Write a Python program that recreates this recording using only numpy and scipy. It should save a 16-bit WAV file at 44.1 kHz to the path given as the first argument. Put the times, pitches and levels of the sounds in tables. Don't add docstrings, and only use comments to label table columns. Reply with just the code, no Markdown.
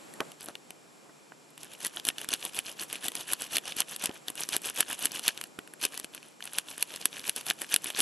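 import sys
import numpy as np
from scipy import signal
from scipy.fft import rfft, irfft, next_fast_len
from scipy.io import wavfile
from scipy.ndimage import map_coordinates

SR = 44100
rng = np.random.default_rng(int(sys.argv[2]) if len(sys.argv) > 2 else 0)


def file_out(sig):
    cols = np.atleast_2d(sig).T
    lim = np.clip(cols, -1, 1)
    pcm = np.round(lim * 32767).astype(np.int16)
    wavfile.write(sys.argv[1], SR, pcm)


N = 353593

# (time of fastest motion [s], rise [s], fall [s], scrape level [dB])
RAKE_STROKES = [(.415, 0.023, 0.05, -52), (.49, 0.029, 0.023, -48), (1.637, 0.057, 0.051, -48),
                (1.73, 0.033, 0.028, -45), (1.855, 0.053, 0.032, -36), (1.971, 0.046, 0.032, -41.5),
                (2.085, .03, 0.014, -31.5), (2.218, 0.056, 0.035, -41), (2.334, .041, 0.026, -33),
                (2.453, .057, 0.047, -39), (2.583, 0.046, 0.022, -33.5), (2.687, 0.038, 0.047, -39),
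                (2.818, .04, 0.032, -35.5), (2.938, .047, 0.045, -38), (3.055, 0.036, 0.038, -33.5),
                (3.211, 0.08, 0.024, -37), (3.324, 0.049, 0.023, -32), (3.417, 0.027, .049, -35),
                (3.563, 0.053, 0.016, -30), (3.688, 0.049, 0.044, -37.5), (3.805, 0.039, .015, -29.5),
                (3.925, .053, 0.037, -38.5), (4.052, 0.047, 0.024, -30.5), (4.156, 0.033, .035, -46.5),
                (4.289, .021, 0.024, -42.5), (4.403, 0.038, 0.05, -35), (4.557, .06, .013, -31),
                (4.657, .024, 0.051, -32.5), (4.802, 0.044, 0.02, -28), (4.916, 0.041, 0.039, -32.5),
                (5.049, 0.063, 0.031, -32), (5.166, 0.05, 0.031, -34.5), (5.281, 0.046, .023, -28.5),
                (5.376, 0.045, .095, -47.5), (5.848, 0.028, 0.018, -28), (5.945, 0.039, .074, -42.5),
                (6.046, 0.0085, 0.0065, -43.5), (6.148, .021, 0.048, -49), (6.24, 0.024, 0.085, -54),
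                (6.481, 0.073, .015, -46.5), (6.581, 0.058, 0.031, -38), (6.716, 0.061, 0.041, -43),
                (6.824, 0.045, 0.016, -37.5), (6.944, .079, .036, -42.5), (7.017, 0.019, .014, -40),
                (7.059, 0.0076, 0.0084, -33.5), (7.18, .068, .035, -41.5), (7.289, 0.054, 0.021, -34.5),
                (7.369, 0.012, .045, -35), (7.502, 0.044, 0.019, -31), (7.621, 0.045, 0.041, -41),
                (7.735, 0.036, 0.031, -31), (7.881, 0.056, 0.042, -37), (8.003, .036, 0.019, -26.5)]
# (frequency [Hz], relative level [dB], time to fade by 60 dB [s])
LOCK_MODES = [(1658, 1, 0.0076), (2514, 0, 0.0072), (2946, -4.5, 0.013), (3470, 2, 0.0061),
              (4304, -4, 0.0094), (5060, -4, 0.0083), (6076, 3.5, 0.0061), (7350, -8, 0.01),
              (8060, -1.5, 0.0082), (9020, 5.5, 0.0046), (10510, -2, 0.011), (10310, 8.5, 0.0039),
              (11540, 2, 0.01)]


def amp(db):
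    return 10 ** (np.asarray(db) / 20)


def unit(x):
    return x / np.sqrt(np.mean(x ** 2) + 1e-20)


def along(points, hz):
    point_hz, value = np.transpose(points)
    return np.interp(np.log(hz + 1), np.log(point_hz + 1), value)


def filtered(x, response):
    padded = next_fast_len(N + 8192)
    spectrum = rfft(x, padded) * response(np.fft.rfftfreq(padded, 1 / SR))
    return irfft(spectrum, padded)[..., :N]


def noise(spectrum, alike):
    def mid_side_gain(hz):
        angle = np.arccos(np.clip(along(alike, hz), -1, 1)) / 2
        return amp(along(spectrum, hz)) * [np.cos(angle), np.sin(angle)]

    mid, side = filtered(rng.standard_normal((2, N)), mid_side_gain)
    return unit(np.array([mid + side, mid - side]))


def strikes(s, modes, db, scatter_db, size, favour_db=0):
    hz, level, t60 = np.transpose(modes)[:, :, None]
    t = np.arange(size) / SR
    chance = rng.standard_normal((len(s), len(modes), 4))
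    share = amp(level + favour_db + scatter_db * chance[..., :2])
    share = share / np.sqrt(np.sum(share ** 2, axis=(1, 2), keepdims=True))
    weight = amp(db)[:, None, None] * share * np.exp(2j * chance[..., 2:])
    rise = (1 - np.exp(-t / .0003)) ** 2
    fade = amp(-60 * t / t60) * rise
    low = weight[..., 0] @ (fade * np.exp(2j * np.pi * hz * .97 * t))
    high = weight[..., 1] @ (fade * np.exp(2j * np.pi * hz * 1.03 * t))
    start = np.round(np.maximum(s - .0003, 0) * SR).astype(int)
    at = start[:, None] + np.arange(size)
    return np.bincount(at.ravel(), np.imag(low + high).ravel(), N + size)[:N]


def stroke_level(rows, edge_db, fall_db):
    t, gain = np.arange(N) / SR, np.zeros(N)
    for fastest, rise, fall, db in rows:
        first = max(round((fastest - rise - .1) * SR), 0)
        near = slice(first, round((fastest + fall + .1) * SR))
        place = np.interp(t[near] - fastest, [-rise, 0, fall], [-1, 0, 1])
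        before, after = fastest - rise - t[near], t[near] - fastest - fall
        outside = np.maximum(np.maximum(before, after), 0)
        gain[near] += amp(db - edge_db * place ** 2 - fall_db * outside)
    return gain


def scrape_level():
    return stroke_level(RAKE_STROKES, edge_db=11.0, fall_db=698)


def rake(ticks):
    # (frequency [Hz], relative level [dB])
    sliding_spectrum = [(530, -49), (900, 0), (1560, -4), (2040, -5), (2490, 3), (3000, 7), (3910, -1),
                        (4270, -15), (5440, -3), (5880, -10), (6860, 0), (8370, -17), (11200, 2),
                        (11900, -16.5), (12600, -37), (16400, -67), (22000, -120)]
    moment, size, place = ticks.T
    db = -3.3 * np.log(size + 1 / 100)
    apart = np.arange(len(LOCK_MODES))[:, None] / len(LOCK_MODES) - place[:, None, None]
    chatter = unit(strikes(moment * N / SR, LOCK_MODES, db, scatter_db=6, size=500,
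                           favour_db=-30 * np.abs(apart)))
    slide = noise(sliding_spectrum, [(1000, 0.9)])[0]
    return scrape_level() * (amp(-3.5) * chatter + amp(-8.5) * slide)


def pins(snaps):
    # (frequency [Hz], relative level [dB], time to fade by 60 dB [s])
    palm_modes = [(286, 6, 0.014), (420.5, -10.5, 0.033), (725, -4, 0.018), (1048, 3, 0.012),
                  (1453, -1.5, 0.019), (1890, -13.5, 0.054)]
    # (time [s], relative level [dB])
    extra_knocks = [(0.2036, -23), (0.4853, -34), (0.5534, -41.5), (0.7057, -44.5), (1.095, -48),
                    (1.32, -43), (2.32, -35), (4.0935, -30), (5.5879, -31.5), (6.0447, -43)]
    firm_snap_db, firm_knock_db = -20, -39.5
    knock_growth = 0.51

    s, ring_db, ring_hz, treble_db = snaps.T
    low_modes, treble_modes = LOCK_MODES[:7], LOCK_MODES[7:]
    octaves = np.log2(np.array(low_modes)[:, :1] / ring_hz[:, None, None])
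    narrow_db = np.clip(9.5 + 0.36 * (ring_db - treble_db), 4, 24)
    ring = strikes(s, low_modes, ring_db + 5.0, scatter_db=2.5, size=800,
                   favour_db=-narrow_db[:, None, None] * np.abs(octaves))
    treble = strikes(s, treble_modes, treble_db + 4.5, scatter_db=0, size=400)

    knock_s, knock_db = np.transpose(extra_knocks)
    over_db = np.maximum(ring_db, treble_db) - firm_snap_db
    under_db = firm_knock_db + np.minimum(over_db, knock_growth * over_db)
    knock = strikes(np.r_[knock_s, s], palm_modes, np.r_[knock_db, under_db], scatter_db=8.0, size=2500)
    return ring + treble + amp(7.0) * knock


def small_snaps():
    snaps_per_s = 40
    over_scrape_db, spread_db = -4, 5.5
    typical_hz, spread_octaves = 3140, 0.16
    count = snaps_per_s * N // SR
    s = rng.random(count) * (N - 1) / SR
    chance = rng.standard_normal((count, 3))
    scrape = scrape_level()[(s * SR).astype(int)]
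    db = 20 * np.log10(scrape + 1e-6) + over_scrape_db
    ring_db = db + spread_db * chance[:, 0]
    ring_hz = typical_hz * 2 ** (spread_octaves * chance[:, 1])
    treble_db = db + spread_db * chance[:, 2]
    return np.c_[s, ring_db, ring_hz, treble_db]


def hand():
    # (frequency [Hz], relative level [dB])
    thud_spectrum = [(15, -57), (25, -17), (70, -0.5), (162, -1), (257, 0), (716, 1), (1200, -4.5),
                     (1580, -8), (2000, -13), (2600, -46), (4400, -120)]
    # (time of strongest thud [s], rise [s], fall [s], thud level [dB])
    grip_shifts = [(.213, 0.0074, 0.023, -36), (.49, 0.022, .032, -50.5), (.86, .04, 0.095, -64),
                   (1.09, 0.1, .03, -58.5), (4.1, .012, 0.02, -42)]
    firm_scrape_db, firm_thud_db = -35, -47.5
    thud_growth = 0.72

    lump_chance = rng.standard_normal(N // 400 + 4)
    lumps = amp(2.9 * map_coordinates(lump_chance, [np.arange(N) / 400]))
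    stroke_thuds = [(s, rise, fall, firm_thud_db + thud_growth * (db - firm_scrape_db))
                    for s, rise, fall, db in RAKE_STROKES]
    level = stroke_level(stroke_thuds + grip_shifts, edge_db=16.5, fall_db=440)
    return level * unit(lumps * noise(thud_spectrum, [(100, 0.1), (1000, 1.0)]))


def room(x, t60):
    t = np.arange(SR // 8) / SR
    tail = rng.standard_normal(len(t)) * amp(-60 * t / t60)
    return signal.fftconvolve(x, tail / np.linalg.norm(tail))[:N]


def camera():
    # (frequency [Hz], relative level [dB])
    hiss_spectrum = [(35, -40), (105, -11), (140, 1), (300, 2), (870, -4.5), (1400, -9), (1950, -12.5),
                     (2450, -11.5), (2900, -13.5), (5200, -19.5), (6600, -20), (7400, -11.5), (8600, -20.5),
                     (12400, -19)]
    # (time [s], level [dB])
    hiss_level = [(0, -49), (.3, -48.5), (.36, -54.5), (1.5, -56), (2, -53), (5.4, -53), (5.7, -54),
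                  (6.4, -56), (8, -52.5)]
    # (frequency [Hz], likeness [0 to 1])
    hiss_likeness = [(60, 0.0094), (1300, 0), (2700, 0.16), (4500, 1), (12500, 1)]
    # (frequency [Hz], rms level [dB])
    whine_tones = [(150, -74), (300, -75), (450, -77), (2100, -84), (2400, -76), (3600, -86), (4200, -82),
                   (4500, -80), (4800, -83), (5100, -78), (5400, -76), (5700, -79), (6000, -80),
                   (6300, -81), (6600, -82), (6900, -83), (7025, -81), (7332, -80), (7537, -79),
                   (7839, -81), (8100, -80)]

    t = np.arange(N) / SR
    whine = np.zeros(N)
    for hz, db in whine_tones:
        phase = rng.uniform(0, 2 * np.pi)
        whine += amp(db + 3) * np.sin(2 * np.pi * hz * t + phase)
    drift_db = 0.33 * map_coordinates(rng.standard_normal(N // 4000 + 4), [np.arange(N) / 4000])
    level_db = np.interp(t, *np.transpose(hiss_level)) + drift_db
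    return amp(level_db) * noise(hiss_spectrum, hiss_likeness) + whine


def scene():
    # (time [s], relative ring level [dB], strongest ring [Hz], relative treble level [dB])
    loud_snaps = [(.1384, -41, 3440, -31), (0.205, -17.5, 2740, -23), (.318, -35, 2850, -35),
                  (.408, -37, 3550, -29), (0.417, -34, 4140, -45), (.4295, -46, 4480, -29),
                  (.442, -48, 2120, -29), (0.447, -55, 3940, -31), (.4593, -40, 3810, -27),
                  (0.4858, -31, 3930, -29.5), (0.5536, -24.5, 2600, -33.5), (0.7058, -30.5, 3170, -27.5),
                  (1.3212, -40, 1690, -59), (1.505, -58, 3120, -42), (1.5779, -35.5, 3200, -30),
                  (1.6324, -31.5, 5600, -29), (1.6456, -44, 3100, -33), (1.736, -35, 4210, -33),
                  (1.804, -38, 3590, -29), (1.8482, -21, 4220, -15.5), (1.8598, -30, 3170, -18),
                  (1.8663, -23.5, 3140, -12.5), (1.9622, -46, 2530, -24.5), (1.971, -17, 3500, -54),
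                  (1.998, -26, 3550, -30), (2.0517, -24, 3890, -14.5), (2.069, -33, 3000, -17),
                  (2.0805, -45, 3180, -15), (2.0875, -11.5, 3400, -8), (2.102, -21.5, 2550, -42),
                  (2.183, -23, 2960, -25), (2.215, -27, 3200, -26), (2.245, -28, 2000, -25),
                  (2.2887, -20, 4660, -14.5), (2.3296, -15.5, 3780, -34), (2.3375, -13.5, 3400, -10.5),
                  (2.427, -26, 3120, -36), (2.4513, -25, 3210, -14), (2.4632, -27.5, 3310, -42),
                  (2.5463, -29, 3210, -26), (2.5657, -37, 2660, -26), (2.5761, -32, 2670, -29),
                  (2.5896, -16.5, 2830, -12.5), (2.6602, -28.5, 5950, -37), (2.8148, -33, 2410, -22),
                  (2.8338, -32, 3420, -26), (2.8997, -27, 2920, -33), (2.9284, -26, 2550, -15.5),
                  (2.9562, -23, 2770, -29), (3.0422, -36, 2940, -20.5), (3.058, -26, 2960, -20),
                  (3.0829, -18.5, 3620, -10.5), (3.1187, -31, 3090, -27), (3.153, -21.5, 3760, -15.5),
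                  (3.174, -27, 3280, -32), (3.2098, -29, 3550, -25), (3.316, -28, 2880, -20),
                  (3.3237, -33, 2680, -16), (3.3336, -16, 3600, -6), (3.4203, -25, 5520, -17),
                  (3.559, -15.5, 3360, -16), (3.5683, -12.5, 4000, -8), (3.583, -17.5, 2820, -16.5),
                  (3.722, -21.5, 3300, -32), (3.7666, -34, 3490, -19), (3.804, -13.5, 4600, -4.5),
                  (3.8188, -15.5, 2500, -28), (3.912, -43, 2740, -25), (3.9625, -26, 3800, -19),
                  (3.9964, -34, 5120, -31), (4.0394, -36, 4190, -13), (4.0579, -18.5, 3970, -11),
                  (4.073, -37, 3000, -42), (4.0933, -28, 3070, -39), (4.1127, -36, 3210, -48),
                  (4.163, -34, 1590, -48), (4.283, -18, 3530, -20), (4.3016, -31, 2980, -18),
                  (4.3546, -36, 4770, -25), (4.4067, -36, 5450, -16.5), (4.4353, -18, 6100, -23),
                  (4.4896, -20, 6110, -16.5), (4.5309, -20, 3040, -24), (4.545, -30, 3260, -24),
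                  (4.5652, -16, 3020, -7.5), (4.6184, -39, 2800, -27.5), (4.6578, -40, 5220, -17),
                  (4.6682, -30, 3800, -20), (4.6889, -24.5, 2830, -43), (4.699, -24, 5390, -18),
                  (4.8066, -12, 3130, -4), (4.8278, -21, 2200, -38), (4.9, -41, 3200, -20),
                  (4.9119, -24, 2940, -30), (4.9288, -34, 3690, -16), (4.9918, -33, 2620, -23),
                  (5.0259, -38, 5450, -17.5), (5.0488, -33, 3290, -15), (5.0556, -14.5, 2940, -4.5),
                  (5.11, -27, 3270, -51), (5.1187, -26, 5960, -22.5), (5.1508, -32, 3290, -20),
                  (5.194, -24, 4860, -20), (5.28, -9, 4200, -4.5), (5.2879, -14.5, 2640, -18),
                  (5.3759, -25, 3020, -25), (5.413, -22, 2970, -19.5), (5.439, -25.5, 3370, -24.5),
                  (5.5897, -25.5, 2760, -29.5), (5.6755, -35.5, 1870, -39), (5.7371, -35.5, 1590, -29.5),
                  (5.8142, -29, 3500, -27), (5.8279, -24, 3570, -20), (5.8376, -21, 2870, -19),
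                  (5.8512, -11.5, 4600, -6), (5.943, -32, 2510, -28), (5.9762, -25, 5660, -21),
                  (5.9984, -28.5, 4290, -20.5), (6.0447, -25, 2560, -25), (6.1374, -37, 3260, -49),
                  (6.148, -32, 3740, -23), (6.178, -31.5, 2860, -42), (6.2291, -36, 2780, -41),
                  (6.406, -33, 1740, -40), (6.425, -26.5, 3000, -35), (6.4399, -33, 5040, -28.5),
                  (6.4548, -36, 2940, -24), (6.4753, -29, 2900, -35), (6.534, -39, 3560, -22),
                  (6.585, -13, 4000, -9.5), (6.6855, -29, 2950, -63), (6.7127, -29, 3490, -32.5),
                  (6.7797, -30, 2870, -23), (6.826, -12, 3780, -7), (6.9396, -29, 3320, -30),
                  (6.9608, -23.5, 3750, -23), (7.014, -32, 4850, -30), (7.025, -29, 3380, -40),
                  (7.0558, -13, 3920, -5), (7.129, -26, 3200, -52), (7.168, -29, 3060, -32),
                  (7.1948, -27.5, 3980, -29), (7.241, -27, 2800, -43), (7.2949, -13, 3430, -10),
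                  (7.3625, -24, 3750, -16), (7.375, -28, 3140, -41), (7.4104, -31, 3110, -26),
                  (7.466, -25, 3490, -20), (7.501, -11, 4080, -10.5), (7.5088, -13.5, 2520, -23),
                  (7.6127, -31, 2460, -26), (7.6172, -24.5, 2740, -14.5), (7.7413, -12, 3940, -3.5),
                  (7.762, -10.5, 2740, -6.5), (7.8433, -27, 4880, -15), (7.8583, -20.5, 2690, -39),
                  (7.9028, -23, 3030, -21), (7.9482, -22, 3610, -48), (7.9805, -24, 2980, -31),
                  (7.9907, -40, 4210, -12), (8.0038, -10, 3100, -6.5)]
    # (frequency [Hz], gain [dB])
    lock_width = [(100, -5), (500, -6), (1200, -7), (2500, -11), (4000, -24), (5000, -40), (9500, -40),
                  (11500, -24)]
    ticks = rng.random((600 * N // SR, 3))
    snaps = np.r_[loud_snaps, small_snaps()]
    lock = pins(snaps) + rake(ticks)
    lock = lock + amp(-22) * room(lock, t60=0.06)
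    other_lock = pins(snaps) + rake(ticks)
    side = filtered(other_lock, lambda hz: amp(along(lock_width, hz)))
    return lock + np.array([side, -side]) + hand() + camera()


def record(dry):
    bass_hz, top_hz = 150, 12300

    def response(hz):
        bass = hz / np.sqrt(hz ** 2 + bass_hz ** 2)
        rolloff_db = -np.clip(hz - top_hz + 500, 0, None) / 25
        return bass * amp(rolloff_db) * (hz < top_hz + 750)

    return filtered(dry, response)


dry = scene()
out = record(dry)
file_out(out)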